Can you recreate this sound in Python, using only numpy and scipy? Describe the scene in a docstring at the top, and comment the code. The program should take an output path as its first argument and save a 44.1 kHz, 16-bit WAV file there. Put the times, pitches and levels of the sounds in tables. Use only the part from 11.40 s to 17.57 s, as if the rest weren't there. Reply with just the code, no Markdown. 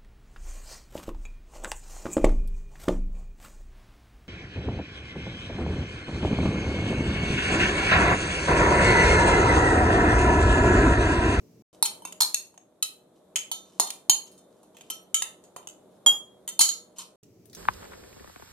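"""A metal spoon knocks and scrapes inside a hand-held glass jug, close to a phone in a small kitchen.
Each blow cracks, rings the glass and the spoon, and thumps the air in the jug. Once the spoon taps
the rim of the bowl below; later tongs click in the food. The room answers over a low appliance hum.
The phone's two microphones hear it in stereo; near the start and the end all falls briefly silent."""
import sys
import numpy as np
from scipy import signal
from scipy.fft import rfft, irfft
from scipy.io import wavfile

SR = 44100
rng = np.random.default_rng(int(sys.argv[2]) if len(sys.argv) > 2 else 0)


def bounce(signal):
    """Save signal as a 16-bit WAV file at the path given by the first command-line argument."""
    frames = np.transpose(np.atleast_2d(signal))
    limited = np.clip(frames, -1, 1)
    pcm = np.round(limited * 32767).astype(np.int16)
    wavfile.write(sys.argv[1], SR, pcm)


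N = 271991

MIC_LAG_S = 2 / SR  # travel time between the two microphones
ALIKE_HZ = 500  # below this both microphones hear much the same
# modes of the jug's glass wall: f/Hz
WALL_HZ = [1308, 3112, 3975, 4120, 4225, 4300, 4345, 5660, 6092, 6690, 6735]
# the same modes, row by row: level/dB, free t60/s
WALL_MODES = [(-18, 0.49), (3.5, 0.23), (-11, 0.31), (-14.5, 0.14), (-10.5, 0.49), (-8, 0.33), (-5, 0.16),
              (-5, 0.35), (-6.5, 0.45), (2, 0.11), (-1, 0.3)]
# two short silences: from t/s, to t/s
GAPS = [(0.223, .329), (5.759, 5.829)]


def undb(db):
    """Decibels to amplitude."""
    return 10 ** (np.asarray(db) / 20)


def unit(x):
    """Scale to rms 1."""
    return x / np.sqrt(np.mean(x ** 2))


def along(table, hz):
    """Read (f/Hz, value) points on a log axis."""
    points_hz, values = np.transpose(table)
    return np.interp(np.log(hz + 1), np.log(points_hz + 1), values)


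def colour(x, table):
    """Filter by (f/Hz, level/dB) points."""
    n = x.shape[-1]
    return irfft(rfft(x) * undb(along(table, np.arange(n // 2 + 1) * SR / n)), n)


def fade(t, t60):
    """Decay by 60 dB in t60 seconds."""
    return np.exp(-np.log(1000) * t / np.maximum(t60, 1e-3))


def place(out, start_s, sound, db, pan_db):
    """Add a sound, its end faded out; pan is left minus right."""
    i, n = int(start_s * SR), sound.shape[1]
    end = np.clip((n - np.arange(n)) / (.1 * SR), 0, 1)
    out[:, i:i + n] += end * sound * undb(db + pan_db * np.array([[.5], [-.5]]))


def ring(hz, db, t60, t, scatter_db, spread):
    """Decaying modes of randomly scattered level, each with its own phase at the two microphones."""
    hz, db, t60 = (np.asarray(column)[:, None] for column in (hz, db, t60))
    level_draw, phase_draw = rng.standard_normal((2, len(hz), 1))
    skew = np.pi * hz * MIC_LAG_S + spread * np.minimum(hz / ALIKE_HZ, 1) ** 2 * phase_draw
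    at_mics = undb(db + scatter_db * level_draw) * np.exp(1j * skew * np.array([1, -1]))
    modes = np.exp(2j * np.pi * hz * t) * fade(t, t60)
    return (at_mics.T @ modes).imag * np.minimum(t / .0006, 1)  # the contact lasts a moment


def crack(t, tail_t60, spectrum):
    """A noise burst for the many short modes of a contact, which lie differently every time."""
    shared, left, right = rng.standard_normal((3, len(t)))
    apart = colour(np.array([left, right]), [(150, -20), (700, 0)])  # the bass stays alike
    noise = np.array([shared, np.roll(shared, int(MIC_LAG_S * SR))]) + .9 * apart
    burst = noise * (fade(t, .002) + .5 * fade(t, .032) + .32 * fade(t, tail_t60))
    lumps_db = 4 * np.interp(np.linspace(0, 90, len(t) // 2 + 1), np.arange(91), rng.standard_normal(91))
    return colour(irfft(rfft(burst) * undb(lumps_db), len(t)), spectrum)


def hum():
    """Appliance rumble and thin hiss, with unsteady motor tones between the two silences."""
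    # course of the hum: t/s, level/dB
    levels = [(0.0, -56), (0.29, -57), (0.58, -54), (1.23, -63), (1.89, -58.5), (4.7, -56.5), (5.83, -59.5),
              (6.16, -56.5)]
    # its spectrum between the silences: f/Hz, level/dB
    middle_colour = [(15, -72.5), (25, -30), (43, -23.5), (202, -7), (615, -7), (899, -15.5), (1060, -17),
                     (1870, -30.5), (2890, -35.5), (3590, -26.5), (4970, -37.5), (7270, -32),
                     (11200, -31.5), (15100, -45), (16400, -59.5)]
    # its spectrum before and after them: f/Hz, level/dB
    ends_colour = [(15, -49), (25, -55), (108, -4), (238, -7), (456, -7.5), (495, -18.5), (582, -14.5),
                   (807, -27), (1630, -38), (2320, -34), (3590, -39), (5850, -31), (9540, -42),
                   (14700, -36), (16400, -43)]
    # motor tones as narrow peaks in the noise: f/Hz, width/Hz, weight/dB
    motor = [(185, 5.9, -9), (317, 13, -13), (374, 9.1, -9.5), (486, 8.3, -11), (620, 18, -8.5)]
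    # likeness of the hum at the two microphones: f/Hz, correlation
    likeness = [(60, .8), (130, .94), (290, .93), (640, .6), (1410, 0.76), (3100, 0.0)]
    t, hz = np.arange(N) / SR, np.arange(N // 2 + 1) * SR / N
    alike = np.clip(along(likeness, hz), 0, 1)
    mid, side = rfft(rng.standard_normal((2, N)))
    noise = np.array([np.sqrt(1 + alike) * mid + sign * np.sqrt(1 - alike) * side for sign in (1, -1)])
    tones = sum(undb(2 * db) * 600 / width / (1 + (2 * (hz - f) / width) ** 2) for f, width, db in motor)
    middle = unit(irfft(noise * undb(along(middle_colour, hz)) * np.sqrt(1 + tones), N))
    ends = undb(1) * unit(irfft(noise * undb(along(ends_colour, hz)), N))
    between = (t > GAPS[0][0]) & (t < GAPS[1][1])
    return undb(np.interp(t, *np.transpose(levels))) * np.where(between, middle, ends)


def spoon_scrapes():
    """The spoon's edge drags over the wall: uneven grains of friction, partly ringing the damped glass."""
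    # strokes of the spoon: t/s, hold/s, level/dB
    strokes = [(0.31, 0.033, -65), (1.745, 0.026, -75), (2.246, 0.32, -67), (2.86, 0.0057, -57.5),
               (3.096, 0.14, -77.5), (3.34, 0.15, -69.5), (4.5, 0.056, -76.5), (5.557, 0.019, -57.5),
               (5.585, .02, -43)]
    # spectrum of the friction: f/Hz, level/dB
    friction_colour = [(350, -30.5), (600, -35.5), (801, -37.5), (944, 5), (1730, -20), (3040, -6),
                       (7210, -6), (8990, -9), (13000, -15.5), (16000, -78.5)]
    grains_per_s, attack_s, release_t60 = 3000, .011, .085
    grains = rng.standard_normal(N) * undb(2 * rng.exponential(size=N))
    grains *= rng.random(N) < grains_per_s / SR
    wall_db, wall_t60 = np.transpose(WALL_MODES)
    wall = ring(WALL_HZ, wall_db, .3 * wall_t60, np.arange(SR // 10) / SR, scatter_db=2, spread=.4)
    ringing = signal.fftconvolve(wall, grains[None])[:, :N]
    t, envelope = np.arange(N) / SR, 0
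    for start_s, hold_s, db in strokes:
        swell = np.clip((t - start_s) / attack_s, 0, 1)
        release = fade(np.maximum(t - start_s - attack_s - hold_s, 0), release_t60)
        envelope += undb(db) * swell * release
    return (unit(colour(grains, friction_colour)) + .5 * unit(ringing)) * envelope


def chatter(t, decay_s, rebounds_per_s=400):
    """One blow's energy, shared between the first contact and sparse, dying rebounds."""
    contacts = .9 * rng.standard_normal(len(t)) * (rng.random(len(t)) < rebounds_per_s / SR)
    contacts *= np.exp(-t / decay_s)
    contacts[0] = 1
    return contacts / np.sqrt(np.sum(contacts ** 2))


def spoon_blows():
    """The spoon strikes the jug: glass, air and metal ring, drawn out as it chatters on the wall."""
    # blows: t/s, level/dB, then relative level/dB of air thump, first ring, upper wall modes,
    # second ring, spoon with crack; chatter decay/s, freedom to ring (scales decay times)
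    blows = [(0.426, -13.5, -13, -36, -6.5, -36, 2.5, 0.0034, 0.32),
             (0.453, -20, -25.5, -7, -5.5, -7.5, 1, 0.01, 0.26),
             (0.62, -48, 4, -16, -14, -29.5, -9.5, 0.013, 0.98),
             (0.651, -21.5, -14.5, -32.5, -27, -23, 2, 0.0028, 0.22),
             (0.6733, -27, -31, -34, -34, -37, -5, 0.0053, 0.3),
             (0.724, -38.5, -40, -3, -25.5, -5.5, 10.5, 0.003, 0.14),
             (0.805, -15.5, -11, -25, 5, -10, 3, 0.025, 0.25),
             (0.944, -4.5, -50, -34.5, -16, -8.5, -9.5, 0.0029, 0.14),
             (1.1415, -59.5, 2, -14.5, -16.5, -14, 6, 0.0077, .4),
             (1.1771, -44, -13, -29, -58, -19.5, 14, 0.0041, 0.12),
             (1.4253, -17, -29.5, -10.5, -12.5, -18, 3, 0.0076, 0.4),
             (1.9582, -16, -25, -9.5, -32.5, -20.5, 9.5, 0.015, 0.21),
             (2.1147, -21, -20.5, -9.5, -10.5, -10.5, -5.5, .0036, 0.77),
             (2.3978, -12.5, -10, -27, -9, -14, 2, 0.0011, .52),
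             (2.4694, -27.5, -22.5, -16, -12.5, -20, -9.5, 0.0067, 0.61),
             (2.5043, -16, -49.5, -23, -20.5, -19.5, 0, 0.0041, 0.077),
             (2.6964, -8, -21, -12.5, -8.5, -11, 0.5, 0.0036, 0.42),
             (2.9147, -51.5, -23.5, -20.5, -13.5, -20, 5, 0.022, 0.89),
             (2.978, -49.5, -17, -25.5, -12.5, -14.5, 1, .0085, 0.62),
             (3.2302, -54.5, -7.5, -20, -16.5, -20.5, 0.5, 0.013, .86),
             (3.347, -54.5, -5, -7.5, -57.5, -36.5, 12, 0.0072, 0.23),
             (3.3687, -44.5, -17.5, -16.5, -53, -43, 15, .012, 0.15),
             (3.4096, -39, -17.5, -14.5, -37.5, -31.5, 9.5, 0.0064, 0.14),
             (3.5009, -24.5, -12, -5.5, -8.5, -5.5, -3.5, 0.0072, 0.54),
             (3.7434, -13.5, -32, -14, -22, -12, 4, 0.0077, 0.6),
             (3.8212, -23, -19, -22.5, -37, -27, 14, 0.0019, 0.48),
             (4.039, -44.5, -26, -26, -24.5, -14.5, 0, 0.012, .5),
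             (4.1624, -34.5, 2.5, -22, -23, -17, 2, 0.015, 0.51),
             (4.2288, -54.5, -1, -1, -35, -33.5, 5, .007, .25),
             (4.2725, -33, -12.5, -8, -26, -7, 6, 0.014, 0.13),
             (5.0772, -16.5, -32.5, -18.5, -24, -19.5, -8, 0.013, 0.47),
             (5.1912, -7, -16.5, -22.5, -4, -15, -7, 0.019, 0.48),
             (5.2103, -17.5, -22, -15, -7, -4.5, 11.5, 0.01, 0.95),
             (5.2897, -30.5, -42, -3.5, 11.5, 11, 1.5, 0.0047, 0.28),
             (5.584, -24.5, -27.5, -20, -12, -13.5, -12, .011, 0.29)]
    # the first ring shifts with grip and sauce, and all wall modes with it: t/s, f/Hz
    first_ring = [(1.0, 3075), (1.43, 3020), (2.1, 3112), (4.2, 3112), (4.27, 2930), (5.07, 3112)]
    # zone of each wall mode: 1 first ring, 2 upper, 3 middle, 4 second ring
    wall_zones = [1, 1, 2, 2, 2, 2, 2, 3, 3, 4, 4]
    # highest wall modes, soon damped by hand and sauce: f/Hz, level/dB
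    top_modes = [(8450, -2), (9270, 0.5), (9960, -19.5), (10940, -9.5), (11640, -3.5), (12100, -11.5)]
    # air in the jug and the hand behind it: f/Hz, level/dB, free t60/s
    air_modes = [(876, 3.5, 0.038), (953.7, 5.3, .04), (312, -13, 0.09)]
    # the spoon's bowl and handle, two low modes first: f/Hz, level/dB, free t60/s
    spoon_modes = [(2689, 0.5, 0.29), (3620, 1.5, 0.49), (4276, -30.5, .1), (5477, -27.5, 0.12),
                   (6492, -15, 0.16), (7480, -21, 0.041)]
    wall_db, wall_t60 = np.transpose(WALL_MODES)
    top_hz, top_db = np.transpose(top_modes)
    top_t60 = np.full(len(top_hz), .09)
    air_hz, air_db, air_t60 = np.transpose(air_modes)
    metal_hz, metal_db, metal_t60 = np.transpose(spoon_modes)
    out, t = np.zeros((2, N + SR)), np.arange(int(.32 * SR)) / SR
    for start_s, db, thump_db, first_db, upper_db, second_db, spoon_db, chatter_s, free in blows:
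        free = np.clip(free, .1, 1.5)
        middle_db, high_db = -11 + .52 * upper_db, -3.5 + .42 * upper_db
        zone_db = np.take([thump_db, first_db, upper_db, middle_db, second_db], wall_zones)
        shift = np.interp(start_s, *np.transpose(first_ring)) / WALL_HZ[1]
        wall = ring(shift * np.array(WALL_HZ), wall_db + zone_db, free * wall_t60, t, 2, .5)
        air = ring(air_hz, air_db + thump_db, np.sqrt(free) * air_t60, t, 1.5, .8)
        top = ring(shift * top_hz, top_db + high_db, free * top_t60, t, 3, 1.2)
        # the low spoon modes ignore spoon_db and are louder when the glass is damped
        low_db = np.where(np.arange(len(metal_hz)) < 2, -21.5 - 11 * free - spoon_db, 0)
        metal = ring(metal_hz, metal_db + low_db, free * metal_t60, t, 3, 1)
        crack_colour = [(150, thump_db - 22.5),  # dull knock of the held jug
                        (900, thump_db - 2), (1500, -30), (2300, -21), (3100, first_db / 2 - 6.5),
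                        (4250, upper_db / 2 - 5.5), (5700, middle_db + 1), (6700, second_db / 2 - 1.5),
                        (9000, high_db + 2), (12000, high_db - 1), (13500, high_db - 10),
                        (16000, high_db - 25.5)]
        spoon = undb(spoon_db) * (metal + undb(6.5) * crack(t, .26 * free, crack_colour))
        contacts = chatter(t, chatter_s)[None, :len(t) // 3]
        blow = signal.fftconvolve(wall + air + top + spoon, contacts)[:, :len(t)]
        place(out, start_s, blow, db, pan_db=-1.5)
    return out[:, :N]


def bowl_tap():
    """One clean contact of the spoon on the rim: the bowl rings freely."""
    # spoon on the rim: t/s, level/dB, relative crack level/dB, pan/dB
    taps = [(4.6621, -6.5, -3.5, -4)]
    # modes of the bowl: f/Hz
    bowl_hz = [310, 823, 1840, 3262, 4990, 6980, 9203, 10500, 10680, 11660]
    # the same modes, row by row: level/dB, t60/s
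    bowl_modes = [(-19.5, 0.052), (-18, 0.083), (-38, 0.147), (-2, 0.22), (-27.5, 0.081), (1.5, 0.096),
                  (-27, 0.1316), (-39.5, .15), (-27, .2), (-18, 0.24)]
    crack_colour = [(50, -47), (150, -23.5), (500, -2), (2000, -18.5), (6000, -14), (10500, .5),
                    (13500, -32)]
    out, t = np.zeros((2, N + SR)), np.arange(SR // 2) / SR
    for start_s, db, crack_db, pan_db in taps:
        bowl = ring(bowl_hz, *np.transpose(bowl_modes), t, scatter_db=.5, spread=.1)
        bowl *= 1 - .9 * fade(t, .025)  # the ring builds up as the spoon leaves
        place(out, start_s, bowl + undb(crack_db) * crack(t, .18, crack_colour), db, pan_db)
    return out[:, :N]


def tong_clicks():
    """Tongs turn the food: small wet ticks without a ring."""
    # clicks: t/s, level/dB, centre f/Hz, pan/dB
    clicks = [(5.8331, -46, 6340, -4.5), (6.056, -47.5, 11600, 10), (6.098, -47, 7300, -1),
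              (6.1305, -36.5, 4650, 2.5), (6.1492, -31.5, 6000, 0)]
    out, t = np.zeros((2, N + SR)), np.arange(SR // 5) / SR
    for start_s, db, hz, pan_db in clicks:
        spectrum = [(500, -40), (1500, -16), (.78 * hz, -8), (hz, 0), (1.29 * hz, -8), (17000, -16)]
        place(out, start_s, crack(t, .15, spectrum), db, pan_db)
    return out[:, :N]


def kitchen_echo(direct, level_db=-7):
    """The small room's echoes, shorter in the treble and there unrelated at the two microphones."""
    # decay of the kitchen: f/Hz, t60/s
    decay = [(300, 0.36), (1500, 0.33), (5000, 0.27), (12000, 0.28)]
    t, tail = np.arange(int(.6 * SR)) / SR, 0
    for hz in 150 * 2 ** np.arange(0, 7, .5):
        band = signal.butter(2, [hz / 2 ** .25, hz * 2 ** .25], "band", fs=SR, output="sos")
        mid, side = rng.standard_normal((2, len(t)))
        side = side * np.array([[1], [-1]]) * min(hz / ALIKE_HZ, 1)
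        tail += signal.sosfilt(band, mid + side) * fade(t, along(decay, hz))
    tail *= np.clip((t - .003) / .019, 0, 1)  # echoes build up after the direct sound
    tail /= np.sqrt((tail ** 2).sum(1, keepdims=True))
    return undb(level_db) * signal.fftconvolve(tail, direct.mean(0, keepdims=True))[:, :N]


def scene():
    """Spoon, jug, bowl and tongs at close range, with the kitchen and its hum behind them."""
    low_cut = signal.butter(2, 70, "high", fs=SR, output="sos")  # small objects radiate no deep bass
    direct = signal.sosfilt(low_cut, spoon_blows() + bowl_tap() + spoon_scrapes() + tong_clicks())
    return direct + kitchen_echo(direct) + hum()


def record(dry):
    """The loudest peaks are softly rounded and the top is cut; twice the sound drops out briefly."""
    ceiling, top_hz = .95, 16400
    t = np.arange(N) / SR
    sound = dry / (1 + (np.abs(dry) / ceiling) ** 4) ** .25
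    for start_s, end_s in GAPS:
        sound *= np.clip(np.maximum(start_s - t, t - end_s) / .0005, 0, 1)
    return signal.sosfilt(signal.ellip(10, .2, 80, top_hz, fs=SR, output="sos"), sound)


dry = scene()
out = record(dry)
bounce(out)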